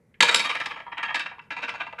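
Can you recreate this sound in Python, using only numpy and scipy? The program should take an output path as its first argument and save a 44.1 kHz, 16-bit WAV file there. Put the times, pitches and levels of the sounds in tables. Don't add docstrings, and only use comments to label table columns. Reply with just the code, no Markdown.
import sys
import numpy as np
from scipy import signal
from scipy.fft import rfft, irfft, next_fast_len
from scipy.io import wavfile

SR = 44100
rng = np.random.default_rng(int(sys.argv[2]) if len(sys.argv) > 2 else 0)


def digitize_waveform(pressure):
    field = np.atleast_2d(pressure).T
    bounded = np.clip(field, -1, 1)
    quanta = np.round(bounded * 32767).astype(np.int16)
    wavfile.write(sys.argv[1], SR, quanta)


N = 88200

# (level dB, swell s, hold s, fall t60 s, treble dB, bass dB)
TURNS = [(-59.5, 0.0012, 0.012, 0.034, -20.5, -23.5), (-13, 0.00033, 0.0037, 0.036, 7.5, -8), (-15.5, 0.001, 0.0045, 0.11, 7.5, -10),
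 (-18.5, 0.022, 0.0046, 0.034, 4.5, -3), (-38, .004, 0.0047, 0.15, 14.5, 8), (-21.5, 0.0018, 0.0018, 0.017, 15.5, 5), (-26, .004, 0.0017, 0.16, 11, -5),
 (-23.5, 0.0017, 0.0019, 0.17, 3.5, -4), (-27.5, 0.0075, 0.017, 0.12, 1, -1.5), (-25, 0.0061, 0.013, 0.12, -2, -2.5), (-27.5, 0.013, .008, 0.072, -7, 0),
 (-28.5, 0.0055, 0.014, 0.04, -6.5, 3), (-32.5, 0.0047, 0.0032, 0.043, 3.5, 4.5), (-32.5, 0.0078, .015, 0.033, -8, 0), (-39.5, 0.0043, 0.0058, 0.13, -21, 7),
 (-43, 0.004, 0.0089, 0.061, -33, 2.5), (-51.5, 0.0046, .012, 0.1, -21.5, 15), (-38, 0.0088, 0.0066, 0.078, -17, 3.5), (-29.5, 0.012, 0.0059, 0.11, -17.5, -1.5),
 (-30.5, 0.006, .006, 0.13, -5.5, 0), (-32, .010, 0.0035, 0.071, -15, -2), (-36, 0.0033, 0.0082, 0.11, -11.5, 1), (-31.5, 0.00077, 0.0014, 0.055, 6.5, 5.5),
 (-31.5, 0.0048, 0.0021, 0.14, 1.5, 0.5), (-32, 0.0024, 0.0027, 0.14, 0.5, -5), (-33, 0.0027, 0.0041, 0.072, -6.5, 2.5), (-46.5, 0.0019, 0.0045, 0.13, -24, 8),
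 (-58, 0.0018, 0.0014, 0.024, -18, 17), (-38, 0.0011, 0.0022, 0.027, -19, -3), (-61.5, 0.0012, 0.0019, 0.094, 2.5, -7), (-62.5, 0.0031, 0.0015, 0.097, -2, 7),
 (-33.5, 0.0028, 0.011, 0.13, -5.5, -3), (-34, 0.0029, 0.0034, 0.24, -7, 0.5), (-28.5, 0.017, 0.0047, 0.11, -5.5, -5), (-32.5, 0.0047, 0.011, 0.044, -5, 0.5),
 (-33.5, .003, 0.0026, 0.091, -2.5, -0.5), (-37.5, 0.0042, 0.02, 0.06, -5.5, 3), (-27.5, 0.011, 0.0085, 0.092, -10.5, -2.5), (-41, 0.0058, 0.0072, 0.062, -9, 6),
 (-43, 0.0019, 0.0054, 0.068, -18, 9.5), (-34.5, 0.0058, 0.013, 0.074, -17, -1.5)]
# (s, dB)
ROLL = [(.21, -27.5), (.33, -28.5), (.43, -40), (.6, -42), (.8, -48.5), (.9, -76.5), (.96, -65), (1.06, -61),
 (1.22, -51), (1.3, -51), (1.38, -79), (1.5, -92), (1.52, -76), (1.72, -43.5), (1.85, -55), (1.96, -62), (2, -71)]
ROLL_TREBLE_DB = -6
PLACES_S = (.5, 1.1, 1.7)
# (Hz, width Hz, dB at each of the three spots)
TABLE = [(700, 144, -15, -6.5, -10.5), (946.5, 100, 0, 4.5, 4.5), (1209, 66, -1, 2, -4), (1332, 24.7, 0.5, 4, -4), (1504, 210, -3, -2, 2),
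 (1675, 48.4, 1, 8, 3.5), (1849, 23.3, -1.5, 11, -13), (1983, 17.4, 1.5, 6, 3), (2293, 41, -1, 5, -7), (2387, 47, -12, -28.5, 3.5),
 (2383, 63, -1, -8, 1.5), (2717, 59, -21.5, 3, 1.5), (2815, 68, -22, -5, -10), (3224, 31.5, -2.5, 3, -34)]
# (Hz, width Hz, dB)
UPPER = [(3653, 120, -15.5), (3778, 97, -2), (4485, 64, -11), (5176, 360, -15), (5880, 210, -30), (6710, 130, -19.5)]
# (Hz, width Hz, dB)
LOWER = [(110, 75, -33), (149, 91, -21), (209, 86, -18.5), (293.4, 32.5, -10), (378, 60, -26), (477, 33.6, -9.5), (584, 16.7, -11.5)]
# (Hz, dB)
KNOCK = [(1300, -16.5), (2200, -7), (3000, -13.5)]
TICK = [(2500, -24.5), (3800, -19), (5000, -30), (6000, -33.5), (8000, -31.5)]
# (s, dB)
COIN = [(1, .45), (-4, .35), (-14, .3), (-6, .3), (-10, .3), (-3, .33), (-9, .3)]
LANDINGS = [(.207, -50), (.227, -48), (.346, -34)]
KNOCKS_PER_S, KNOCK_SPREAD_DB, RUB_SHARE = 7000, 4, .5
FLOOR, FLOOR_DB = [(18, -35.5), (30, -0.5), (173, 11.5), (333, -4), (461, 4), (639, -9.5), (1580, -17.5), (2130, -12.5),
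                   (2870, -30.5), (12000, -30.5), (15600, -53.5), (22000, -120)], -61.5
CUTOFF_HZ = 16100
# (level dB, treble dB, bass dB)
TAPS = [(-45, -21, -24), (-0.5, -6.5, -6.5), (-7, 6.5, -10.5), (-20, -12, 17), (-17.5, -5, -10.5), (-22, -8, 13), (-7, 7, 0), (-27.5, 7, -16), (-16, 7.5, -4),
 (-31, 11, -27.5), (-20, -1, 10), (-24.5, 1.5, 9.5), (-19, 1, 2), (-31.5, -10, 12), (-43.5, -19, 6), (-22, -6.5, -7), (-23.5, -1.5, -5), (-16, -5, 1),
 (-17.5, 3, -17), (-23, 5, -9), (-25.5, -8, -6), (-25.5, -10, 4), (-33, -20, -17), (-67, -10, -4), (-26.5, -18, 3), (-30.5, -15, 11.5), (-23.5, -18, 4.5),
 (-18.5, -6, -25), (-31.5, -14, 9), (-30, -15, 7), (-37, 2, 9.5)]
CONTACT_CUT_HZ, SPLIT_HZ = 3660, 1450
AIR_FOLLOWS = 1.55
AIR = [(7000, -45.5), (9000, -39.5), (11000, -41.5), (13000, -53), (15000, -60)]
THUD = [(500, -19), (800, -14), (1400, -18.5)]
# (Hz, width Hz, dB)
TOPMOST = [(7500, 280, -19.5), (8200, 220, -32), (9210, 180, -32.5), (10790, 190, -35.5), (13000, 440, -52)]
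COIN_HZ = (4414, 4455, 6710, 7597, 7625, 10175, 10255)
FLICKER_DB, FLICKER_PER_S = 5, 35
TURN_S = (.141, .2052, .2242, .270, .308, .3442, .352, .3935, .436, .488, .543, .599, .657, .700, .758, .795, .860, .914, .968, 1.025,
 1.078, 1.097, 1.144, 1.155, 1.195, 1.256, 1.310, 1.382, 1.392, 1.415, 1.436, 1.5035, 1.563, 1.616, 1.676, 1.692, 1.735, 1.795,
 1.862, 1.925, 1.979)
TAP_S = (.1418, .2054, .2242, .2290, .2955, .3105, .3443, .3565, .3942, .4525, .5525, .6008, .6585, .8030, .8655, .9800, 1.0317,
 1.1441, 1.1557, 1.1945, 1.2168, 1.2625, 1.3920, 1.4362, 1.5045, 1.5210, 1.6380, 1.6925, 1.8652, 1.9265, 1.9885)
RETURN_S = (0, .0011, .0020, .0030, .0041, .0075)
RETURNS_DB = (0.5, -2.5, 0, 2.5, -17, -6.5)
TAP_DB, TAP_RING_DB = 14, -10.5
DROP_S = .2053
# (s, dB)
TOP_FADE = [(.2, -8), (.5, -0.5), (.8, -13), (1.1, -4), (1.3, -9), (1.6, -13), (2, -13)]
ROOM_T60_S, ROOM_DB = 0.39, -20.5
WALL_CUT_HZ = 8000
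WANDER_DB, WANDERS_PER_S = 3.5, 17
LOWER_SHARP_SHARE = 0.58
TREBLE_CUT_HZ = 9000
THUMP_DB, THUMP_HZ, THUMP_S = -37.5, 176, (.2055, .2245)
# (s, dB)
SHIMMER = [(.21, -56), (.35, -56), (.5, -64.5), (.7, -68.5), (.8, -89), (2, -110)]
SHIMMER_TONE = [(5000, 0.5), (9000, -2.5), (15000, -13)]   # (Hz, dB)


def from_db(db):
    return 10 ** (np.asarray(db) / 20)


def rms_one(x):
    return x / np.sqrt(np.mean(x ** 2) + 1e-20)


def shaped(x, spectrum):
    hz, db = np.transpose(spectrum)
    f = np.log(np.arange(N // 2 + 1) * SR / N + 1)
    edge = np.maximum(np.log(hz[0]) - f, 0) + np.maximum(f - np.log(hz[-1]), 0)
    cepstrum = irfft(np.log(from_db(np.interp(f, np.log(hz), db) - 39.8 * edge)), N)
    cepstrum[1:N // 2] *= 2
    cepstrum[N // 2 + 1:] = 0
    return signal.fftconvolve(x, irfft(np.exp(rfft(cepstrum)), N)[:N // 4])[:N]


def resonate(x, hz, width_hz):
    r = np.exp(-np.pi * width_hz / SR)
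    return signal.lfilter([(1 - r * r) / 2, 0, (r * r - 1) / 2], [1, -2 * r * np.cos(2 * np.pi * hz / SR), r * r], x)


def grains():
    sizes = from_db(KNOCK_SPREAD_DB * np.minimum(rng.exponential(1, N), 5)) * rng.choice([-1, 1], N)
    knocks = rms_one(sizes * (rng.random(N) < KNOCKS_PER_S / SR))
    return rms_one(knocks + RUB_SHARE * rng.standard_normal(N))


def pressure():
    t = np.arange(N) / SR
    power = ((t > DROP_S) * from_db(np.interp(t, *np.transpose(ROLL))) * band_gains(ROLL_TREBLE_DB, 0)) ** 2
    for s, (db, swell, hold, t60, treble_db, bass_db) in zip(TURN_S, TURNS):
        i = int(s * SR)
        u = t[i:i + SR // 2] - s
        swell, hold = max(swell, 3e-4), max(hold, 0)
        shape = np.clip(u / swell, 0, 1) * from_db(db - 60 * np.maximum(u - swell - hold, 0) / max(t60, 5e-3))
        power[:, i:i + len(u)] += (shape * band_gains(treble_db, bass_db)) ** 2
    return np.sqrt(power)


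def table():
    t, rolling, knocks = np.arange(N) / SR, pressure() * grains(), taps()
    dull = signal.butter(4, TREBLE_CUT_HZ, fs=SR, output="sos")
    rolling, knocks = ([b, signal.sosfilt(dull, tr), a, lo] for b, tr, a, lo in (rolling, knocks))
    rolling, knocks = np.array(rolling), np.array(knocks)
    fade = from_db(np.interp(t, *np.transpose(TOP_FADE)))
    body, treble, air, bass = rolling + knocks
    soft = shaped(body, KNOCK) + shaped(bass, THUD)
    out = shaped(treble, TICK) + shaped(fade * air, AIR)
    body, treble, air, bass = rolling + from_db(TAP_RING_DB) * knocks
    for k, (hz, width, *db) in enumerate(TABLE):
        drive = (bass if hz < SPLIT_HZ else body) * wander(WANDER_DB, WANDERS_PER_S)
        soft += (-1) ** k * resonate(drive * from_db(np.interp(t, PLACES_S, db)), hz, width)
    frame = LOWER_SHARP_SHARE * treble + (1 - LOWER_SHARP_SHARE) * bass
    out += signal.sosfilt(signal.butter(4, CONTACT_CUT_HZ, fs=SR, output="sos"), soft)
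    for rows, drive in ((UPPER, treble), (TOPMOST, fade * air), (LOWER, frame)):
        for k, (hz, width, db) in enumerate(rows):
            out += (-1) ** k * from_db(db) * resonate(resonate(drive * wander(WANDER_DB, WANDERS_PER_S), hz, 4 * width), hz, width)
    return from_db(14) * out


def coin():
    out, (s, db) = np.zeros(N), np.transpose(LANDINGS)
    for hz, (level_db, t60) in zip(COIN_HZ, COIN):
        clicks = np.full(N, 1e-18)
        clicks[(s * SR).astype(int)] = from_db(db + level_db) * rng.choice([-1, 1], len(s))
        r, w = from_db(-60 / (t60 * SR)), 2 * np.pi * hz / SR
        out += wander(FLICKER_DB, FLICKER_PER_S) * signal.lfilter([0, np.sin(w)], [1, -2 * r * np.cos(w), r * r], clicks)
    return out


def room(x):
    size = next_fast_len(N + SR)
    z = np.exp(-2j * np.pi * np.arange(size // 2 + 1) / size)
    dull, out = np.exp(-2 * np.pi * WALL_CUT_HZ / SR), 0
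    for k, lag in enumerate(np.geomspace(.0093, .041, num=14) * SR):
        loop = from_db(-60 * lag / SR / ROOM_T60_S) * (1 - dull) / (1 - dull * z) * z ** int(lag)
        out = out + (-1) ** k * loop / (1 - loop)
    return irfft(rfft(x, size) * out, size)[:N]


def band_gains(treble_db, bass_db):
    return from_db([[0], [treble_db], [AIR_FOLLOWS * treble_db], [bass_db]])


def taps():
    out = np.zeros((4, N))
    for s, (db, treble_db, bass_db) in zip(TAP_S, TAPS):
        for delay, return_db in zip(RETURN_S, RETURNS_DB):
            out[:, int((s + delay) * SR)] += from_db(TAP_DB + db + return_db) * band_gains(treble_db, bass_db)[:, 0]
    return out


def wander(db, per_s):
    knots = rng.standard_normal(200)
    return from_db(db * np.interp(np.arange(N) / SR * per_s, np.arange(len(knots)), knots))


def thump():
    clicks = np.full(N, 1e-18)
    clicks[(np.array(THUMP_S) * SR).astype(int)] = from_db(THUMP_DB) * SR / THUMP_HZ
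    return resonate(signal.sosfilt(signal.butter(2, [THUMP_HZ * .7, 2 * THUMP_HZ], "band", fs=SR, output="sos"), clicks), THUMP_HZ, THUMP_HZ)


def shimmer():
    t = np.arange(N) / SR
    return (t > DROP_S) * from_db(np.interp(t, *np.transpose(SHIMMER))) * rms_one(shaped(rng.standard_normal(N), SHIMMER_TONE))


def scene():
    near = table() + coin() + thump() + shimmer()
    hum = from_db(FLOOR_DB) * rms_one(shaped(rng.standard_normal(N), FLOOR))
    return (near + from_db(ROOM_DB) * room(near) + hum)[None]


def record(dry):
    return signal.sosfilt(signal.cheby2(14, 70, CUTOFF_HZ, fs=SR, output="sos"), np.clip(dry, -1, 1))


dry = scene()
out = record(dry)
digitize_waveform(out)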